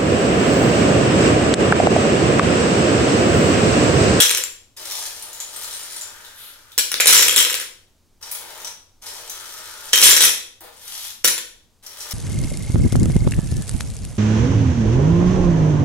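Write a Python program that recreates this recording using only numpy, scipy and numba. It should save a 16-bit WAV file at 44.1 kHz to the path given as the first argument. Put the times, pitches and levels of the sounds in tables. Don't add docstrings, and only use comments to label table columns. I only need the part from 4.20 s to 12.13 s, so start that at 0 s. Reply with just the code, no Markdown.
import sys
import numpy as np
from scipy import signal
from scipy.fft import rfft, irfft, next_fast_len
from scipy.io import wavfile
from scipy.ndimage import uniform_filter1d, minimum_filter1d
from numba import njit

SR = 44100
rng = np.random.default_rng(int(sys.argv[2]) if len(sys.argv) > 2 else 0)


def put_to_file(sound):
    columns = np.atleast_2d(sound).T
    safe = np.clip(columns, -1, 1)
    whole_steps = np.round(safe * 32767)
    wavfile.write(sys.argv[1], SR, whole_steps.astype(np.int16))


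N = 349713
TIME = np.arange(N) / SR
RING_TIME = np.arange(1024) / SR

# time in seconds, relative level in dB,
# strongest ring in Hz, share of the bowl's knock in dB.
LANDINGS = [(0.002, 7.5, 9540, -29), (0.0204, 4, 7640, -27), (0.106, -6.5, 3210, -34),
            (0.125, -20, 7300, -16), (2.579, -1, 9100, -18.5), (2.5854, 0, 5770, -32.5),
            (2.717, -7.5, 10020, -26), (2.805, 1.5, 5540, -27.5), (2.8702, 10, 9220, -31),
            (2.8804, 5.5, 5440, -31.5), (2.926, 9.5, 10320, -28), (2.9444, 4, 7200, -25),
            (2.9785, 2.5, 7130, -32.5), (3.0233, 3, 7670, -40.5), (3.1617, 4.5, 11000, -38.5),
            (3.179, 4, 7100, -29.5), (3.202, 0, 7440, -25), (3.4142, -17, 6970, -12.5),
            (5.7314, 7, 5660, -23.5), (5.7773, 0.5, 10160, -24), (5.816, -1, 7840, -20),
            (5.829, 11, 9900, -20), (5.8502, 6, 9330, -41), (5.909, 5.5, 5670, -29),
            (5.9652, 4.5, 5500, -39.5), (6.0067, 6.5, 10010, -22.5), (6.0238, 0, 9200, -23),
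            (6.037, 7, 9650, -34.5), (7.045, 5, 5870, -16), (7.077, 3.5, 9860, -28),
            (7.1793, -14, 3510, -15.5)]
# frequency in Hz, relative level in dB.
FALL_TONE = [(60, -30), (200, -16.5), (750, -22), (1100, -15), (1500, -0.5), (2400, -9), (3500, 3.5),
             (4800, -2.5), (6500, 1), (10000, -2), (13000, -4.5), (15500, -8)]
HEAP_TONE = [(60, -26.5), (200, -27), (700, -20.5), (1000, -8.5), (1250, -3.5), (1700, 3.5), (2300, 4.5),
             (3300, 1.5), (4800, -5.5), (8000, -18.5), (16000, -30)]
CLICK_TONE = [(200, -25), (900, -7.5), (2000, -6), (4000, -1), (6000, -2.5), (9000, -2), (12500, -7.5),
              (15500, -20.5)]


def undb(db):
    return 10 ** (np.asarray(db) / 20)


def unit(x):
    return x / np.sqrt(np.mean(np.sum(x ** 2, axis=-1)))


def on_log(points, hz):
    f, value = np.transpose(points)
    return np.interp(np.log(np.maximum(hz, 1)), np.log(f), value)


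def convolve(x, response):
    return signal.oaconvolve(x, response)[:N]


def colour(x, tone, size=2048):
    cepstrum = irfft(np.log(undb(on_log(tone, np.fft.rfftfreq(size, 1 / SR)))))
    cepstrum[1:size // 2] *= 2
    cepstrum[size // 2 + 1:] = 0
    return convolve(x, unit(irfft(np.exp(rfft(cepstrum)))))


def add(track, s, sound):
    i = int(np.clip(s * SR, 0, N - 1))
    track[i:i + len(sound)] += sound[:N - i]


def mode(hz, width_hz):
    return unit(np.exp(-np.pi * width_hz * RING_TIME) * np.cos(2 * np.pi * hz * RING_TIME))


def gestures(t, rows, attack_s, release_s):
    gain = 0
    for start, stop, db, slope in rows:
        gate = np.clip((t - start) / attack_s, 0, 1) * np.clip(1 - (t - stop) / release_s, 0, 1)
        gain += gate * undb(db + slope * (np.clip(t, start, stop) - start))
    return gain


def wander(per_s):
    values = rng.standard_normal(per_s * N // SR + 2)
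    return np.interp(TIME * per_s, np.arange(len(values)), values)


@njit
def moving_band(x, hz, width_hz):
    y, band, low = np.empty(len(x)), 0., 0.
    for i in range(len(x)):
        g, damping = np.tan(np.pi * hz[i] / SR), width_hz / hz[i]
        v = (band + g * (x[i] - low)) / (1 + g * (g + damping))
        band, low = 2 * v - band, low + 2 * g * v
        y[i] = damping * v
    return y


def rattle(spread_db, per_s):
    chance = rng.random((per_s * N // SR, 2))
    times = (np.arange(len(chance)) + 2 * chance[:, 0]) / per_s
    sizes = undb(spread_db * chance[:, 1] ** 2)
    return times, sizes * np.sqrt(N / np.sum(sizes ** 2))


def rebounding(rows, gap_s, again_db):
    again = np.array(rows)
    again[:, 0] += gap_s * (.5 + rng.random(len(rows)))
    again[:, 1] += again_db
    return np.vstack([rows, again]).T


def ticks(times, gains, decay_s, rise_s=.00005, size=320):
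    t = RING_TIME[:size]
    grit = rng.standard_normal((len(times), size)) * np.exp(-t / decay_s) * (1 - np.exp(-t / rise_s))
    grit *= (gains / np.linalg.norm(grit, axis=1))[:, None]
    places = (np.maximum(times, 0) * SR).astype(int)[:, None] + np.arange(size)
    return np.bincount(places.ravel(), grit.ravel(), N)[:N]


def shells(times, gains, detune, scatter_db, count=47):
    # frequency in Hz, width in Hz, relative level in dB.
    modes = [(3300, 110, -6.5), (4000, 370, -7), (5704, 500, 3), (7210, 130, -11.5), (7440, 40, -4),
             (9386, 50, -2), (9930, 260, -4.5), (11580, 53, -8.5), (12700, 1600, -15.5), (14000, 110, -5.5)]
    tunings = 1 + detune * rng.standard_normal((count, len(modes)))
    caps = [np.array([undb(db) * mode(hz * k, width) for (hz, width, db), k in zip(modes, tuning)])
            for tuning in tunings]
    spots = rng.standard_normal((len(times), 2, len(modes)))
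    weights = np.sign(spots[:, 0]) * undb(scatter_db * spots[:, 1])
    out = np.zeros(N)
    for i in np.flatnonzero(gains > 1e-6):
        add(out, times[i], gains[i] * unit(weights[i] @ caps[i % count]))
    return out


def free_rings(times, gains, pitches, width_hz):
    out = np.zeros(N)
    for s, gain, hz in zip(times, gains, pitches):
        add(out, s, gain * mode(hz, width_hz))
    return out


def right_lag(x):
    # frequency in Hz, phase in radians.
    phase_lag = [(100, 0.05), (1000, 0.55), (2000, 1.1), (3600, 1.8), (5400, 2), (7200, 0.1), (16000, 0.05)]
    size = next_fast_len(N + 1024)
    lag = on_log(phase_lag, np.fft.rfftfreq(size, 1 / SR))
    return irfft(rfft(x, size) * np.exp(-1j * lag), size)[:N]


def room(x, wet_db, build_s, left_db, band_count=14):
    # frequency in Hz, seconds to fall by 60 dB.
    t60 = [(200, 0.41), (530, 0.55), (1400, 0.43), (3700, 0.48), (7000, 0.41), (10000, 0.4), (15000, 0.33)]
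    t = np.arange(SR * 3 // 4) / SR
    early = np.exp(-t / 0.022)
    echoes = rng.standard_normal((2, len(t)))
    echoes *= np.exp(rng.standard_normal((2, len(t))) * early - early ** 2)
    spectrum, hz = rfft(echoes), np.fft.rfftfreq(len(t), 1 / SR)
    alike = 0.25 / (1 + (hz / 1500) ** 2)
    spectrum = (spectrum + alike * spectrum[::-1]) / np.sqrt(1 + alike ** 2)
    centres = np.geomspace(100, 16000, band_count)
    bands = [irfft(spectrum * on_log(np.c_[centres, band], hz), len(t)) for band in np.eye(band_count)]
    tail = sum(band * np.exp(-np.log(1000) * t / on_log(t60, f)) for f, band in zip(centres, bands))
    response = undb(wet_db) * unit(tail * (1 - np.exp(-t / build_s)))
    response[:, 0] += 1
    left, right = (convolve(x, side) for side in response)
    return np.array([left * undb(left_db / 2), right_lag(right) * undb(-left_db / 2)])


def pouring(t):
    # start and stop in seconds, opening level in dB, change in dB/s.
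    surges = [(0.0, 0.216, -10, -60.5), (2.869, 3.145, -5, -41), (3.162, 3.429, -13, -59.5),
              (5.724, 5.835, -15, 2), (5.824, 5.999, 0, -115), (6.02, 6.122, -5.5, -260),
              (7.038, 7.15, -23, -130)]
    return gestures(t, surges, attack_s=0.0066, release_s=0.02)


def tumbling():
    times, sizes = rattle(spread_db=19, per_s=150)
    blows = sizes * pouring(times)
    contact = colour(ticks(times, blows * undb(-13), decay_s=0.00099), FALL_TONE)
    heap = colour(ticks(times, blows * undb(-13), decay_s=0.0013), HEAP_TONE)
    rings = shells(times, blows * undb(-8.5), detune=0.032, scatter_db=8)
    return room(contact + heap + rings, wet_db=0, build_s=0.0014, left_db=2.5)


def landings():
    s, db, ring_hz, _ = rebounding(LANDINGS, gap_s=0.008, again_db=-6.5)
    blows = undb(db + 12.5)
    heap_db = -11.5 - 0.41 * db
    contact = colour(ticks(s, blows * undb(-5.5), decay_s=0.0014), FALL_TONE)
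    heap = colour(ticks(s, blows * undb(heap_db), decay_s=0.0033), HEAP_TONE)
    rings = shells(s, blows * undb(-2.5), detune=.025, scatter_db=9)
    rings += free_rings(s, blows * undb(-11.5), ring_hz, width_hz=100)
    return room(contact + heap + rings, wet_db=0, build_s=0.00084, left_db=2.5)


def bowl_knocks():
    # frequency in Hz, width in Hz, relative level in dB.
    modes = [(353, 14, -5), (515, 190, 11), (494, 16, 6.5), (924, 67, 0.5)]
    knock = unit(sum(undb(level) * mode(hz, width) for hz, width, level in modes))
    s, db, _, knock_db = np.transpose(LANDINGS)
    times, sizes = rattle(spread_db=14.5, per_s=70)
    cushioned = np.minimum(sizes * pouring(times), 7)
    gains = np.r_[undb(db + knock_db + 14), cushioned * undb(-22)]
    out = np.zeros(N)
    for t, gain in zip(np.r_[s, times], gains):
        add(out, t, gain * knock)
    out = colour(out, [(60, -18), (200, -19), (330, 6), (560, 0), (720, -12), (950, 6), (16000, 2)])
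    return room(out, wet_db=-5, build_s=0.0084, left_db=7.5)


def room_tone():
    # frequency in Hz, relative level in dB.
    tone = [(25, 2.5), (45, -9.5), (65, -6.5), (92, -1), (130, -14.5), (220, -12), (480, -19.5),
            (900, -22.5), (2000, -30), (6000, -27), (15500, -36)]
    shared, left, right = (colour(rng.standard_normal(N), tone, size=8192) for _ in range(3))
    return undb(-58.5) * (.9 * shared + .4 * np.array([left, right]))


def edge_knocks():
    # time in seconds, relative level in dB, ring in Hz, ring's share in dB, wood's share in dB.
    knocks = [(0.238, -15.5, 7370, 3, -39), (2.742, -10.5, 3440, -7, -18), (2.8009, -3, 2410, -6.5, -15.5),
              (2.858, -2, 9100, -2.5, -17), (3.085, -14.5, 3280, -3, -14), (3.0948, -19, 3280, 10, -21),
              (3.3428, -13, 5460, -22, -17.5)]
    s, db, ring_hz, ring_db, wood_db = np.transpose(knocks)
    blows = undb(db + 17.5)
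    tone = [(60, -30.5), (200, -26), (900, -13.5), (2200, 1), (6000, -1.5), (10000, -8.5), (15500, -11)]
    contact = colour(ticks(s, blows, decay_s=0.00024), tone)
    rings = free_rings(s, blows * undb(ring_db), ring_hz, width_hz=120)
    wood = free_rings(s, blows * undb(wood_db), np.full(len(s), 470.), width_hz=160)
    return room(contact + rings + wood, wet_db=-2.5, build_s=0.0042, left_db=3.5)


def sweeping():
    # start and
    # stop in seconds, scrape and jostle levels in dB, change in dB/s, chatter pitch in Hz,
    # chatter level in dB. All levels are relative.
    strokes = [(0.56, 0.68, -46.5, -39.5, 27, 850, -19), (0.68, 0.87, -46, -31, -17, 880, -1),
               (0.87, 1.33, -50.5, -44, -2.5, 950, -7), (1.33, 1.84, -47, -37.5, -7.5, 1400, -9.5),
               (1.84, 2.54, -51.5, -48, -16.5, 1450, 1), (4.006, 4.48, -49, -46.5, 4, 920, -3.5),
               (4.815, 5.12, -48.5, -41, -2, 880, -6), (5.12, 5.71, -49.5, -41.5, -2, 1450, 0),
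               (6.4, 6.49, -49.5, -72, -19, 780, 0), (6.495, 6.664, -63, -55, 38, 900, -16),
               (6.659, 6.91, -64.5, -37, -9.5, 1150, 4), (7.62, 7.93, -54.5, -51, 41, 880, -20)]
    # frequency in Hz, relative level in dB.
    wood_tone = [(100, -35.5), (240, -12.5), (330, -6), (550, 3.5), (740, -12), (900, 0.5), (1050, -1),
                 (1400, 1), (2000, -3), (3600, -2), (6000, -10.5), (16000, -8)]
    start, stop, scrape_db, jostle_db, slope, chatter_hz, chatter_db = np.transpose(strokes)

    def push(t, db):
        return gestures(t, zip(start, stop, db, slope), attack_s=0.014, release_s=0.012)

    times, sizes = rattle(spread_db=8, per_s=700)
    slips = ticks(times, sizes * push(times, scrape_db), decay_s=0.00045, size=96)
    scrape = colour(slips, wood_tone)
    stroke = np.maximum(np.searchsorted(start, TIME) - 1, 0)
    pitch = chatter_hz[stroke] * np.exp(0.07 * wander(per_s=14))
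    chatter = moving_band(slips, pitch, width_hz=280.0) * undb(chatter_db[stroke] + 12.5)
    times, sizes = rattle(spread_db=18, per_s=330)
    blows = sizes * push(times, jostle_db) * undb(-4.5)
    jostle = colour(ticks(times, blows, decay_s=0.0032), CLICK_TONE)
    jostle += shells(times, blows, detune=.022, scatter_db=3.5)
    return scrape + chatter + jostle


def snaps():
    # time in seconds, relative level in dB, strongest ring in Hz, relative scratch in dB.
    clicks = [(0.5738, -31, 5140, -14), (0.7112, -18.5, 5680, -4), (1.024, -23, 9360, -11),
              (1.131, -27.5, 7000, 3), (1.202, -18, 7040, -14), (1.3086, -33, 9300, -13),
              (1.362, -24, 8650, 2), (1.435, -25.5, 7600, 2), (1.5376, -22.5, 9000, -18),
              (1.6344, -30, 9200, -18), (1.722, -29, 9600, -17), (1.7637, -22, 9340, -22),
              (1.812, -21, 7180, -23), (2.048, -33, 3700, -3), (2.5186, -35, 3600, -1),
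              (4.0276, -26, 5530, -22.5), (4.1138, -20.5, 10600, 6.5), (4.15, -22, 10050, -8),
              (4.4467, -20.5, 5750, -18), (4.4715, -22, 5850, -24), (4.825, -38, 6060, -26),
              (4.866, -25, 5360, -18), (5.0967, -23, 6220, 2), (6.406, -41, 15200, 10.5),
              (6.4385, -43, 9600, 1.5), (7.664, -28, 5630, -1), (7.8063, -21.5, 5670, -16),
              (7.9096, -20, 5600, 1)]
    # frequency in Hz, relative level in dB.
    edge_tone = [(3000, -30.5), (7000, -5.5), (11000, 1.5), (16000, 1)]
    s, db, ring_hz, edge_db = rebounding(clicks, gap_s=0.007, again_db=-3.5)
    blows = undb(db + 9.5)
    contact = ticks(s, blows, decay_s=0.0018, rise_s=.003, size=640)
    scratch = ticks(s, blows * undb(edge_db + 3.5), decay_s=.003, rise_s=.002, size=640)
    rings = shells(s, blows * undb(-10), detune=0.046, scatter_db=6)
    rings += free_rings(s, blows * undb(3.6), ring_hz, width_hz=280)
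    return colour(contact, CLICK_TONE) + colour(scratch, edge_tone) + rings


def palm_brushes():
    # start and stop in seconds, relative opening level in dB, change in dB/s.
    brushes = [(2.134, 2.28, -34.5, -33.5), (6.584, 6.866, -39, 17.5)]
    # frequency in Hz, relative level in dB.
    tone = [(300, -26.5), (900, -11.5), (2000, -4.5), (3500, 7), (5700, -4.5), (8500, -5), (10200, 4.5),
            (12000, 8), (13500, -4.5), (16000, -7.5)]
    hiss = colour(rng.standard_normal(N), tone)
    return hiss * gestures(TIME, brushes, attack_s=0.07, release_s=0.06) * undb(-7)


def hand_bumps():
    # time in seconds, relative level in dB, pitch in Hz.
    bumps = [(2.873, -36.5, 41.7), (5.83, -46, 44.3), (6.406, -40.5, 348), (6.438, -34.5, 500)]
    out, t = np.zeros(N), np.arange(SR // 5) / SR
    for s, db, hz in bumps:
        thud = t * np.exp(-t * hz / 2.7) * np.sin(2 * np.pi * hz * t)
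        add(out, s, undb(db + 12) * unit(thud))
    return out


def scene():
    table = sweeping() + palm_brushes() + snaps() + hand_bumps()
    table = room(table, wet_db=4, build_s=0.00047, left_db=2.5)
    return table + edge_knocks() + landings() + tumbling() + bowl_knocks() + room_tone()


def record(dry):
    ceiling, window, top_hz = 1.25, 45, 15750
    gain = np.minimum(1, ceiling / (np.abs(dry) + 1e-9))
    limited = dry * uniform_filter1d(minimum_filter1d(gain, window, axis=1), window, axis=1)
    clipped = limited / (1 + limited ** 8) ** (1 / 8)
    return signal.sosfilt(signal.ellip(10, .2, 70, top_hz, fs=SR, output="sos"), clipped)


dry = scene()
out = record(dry)
put_to_file(out)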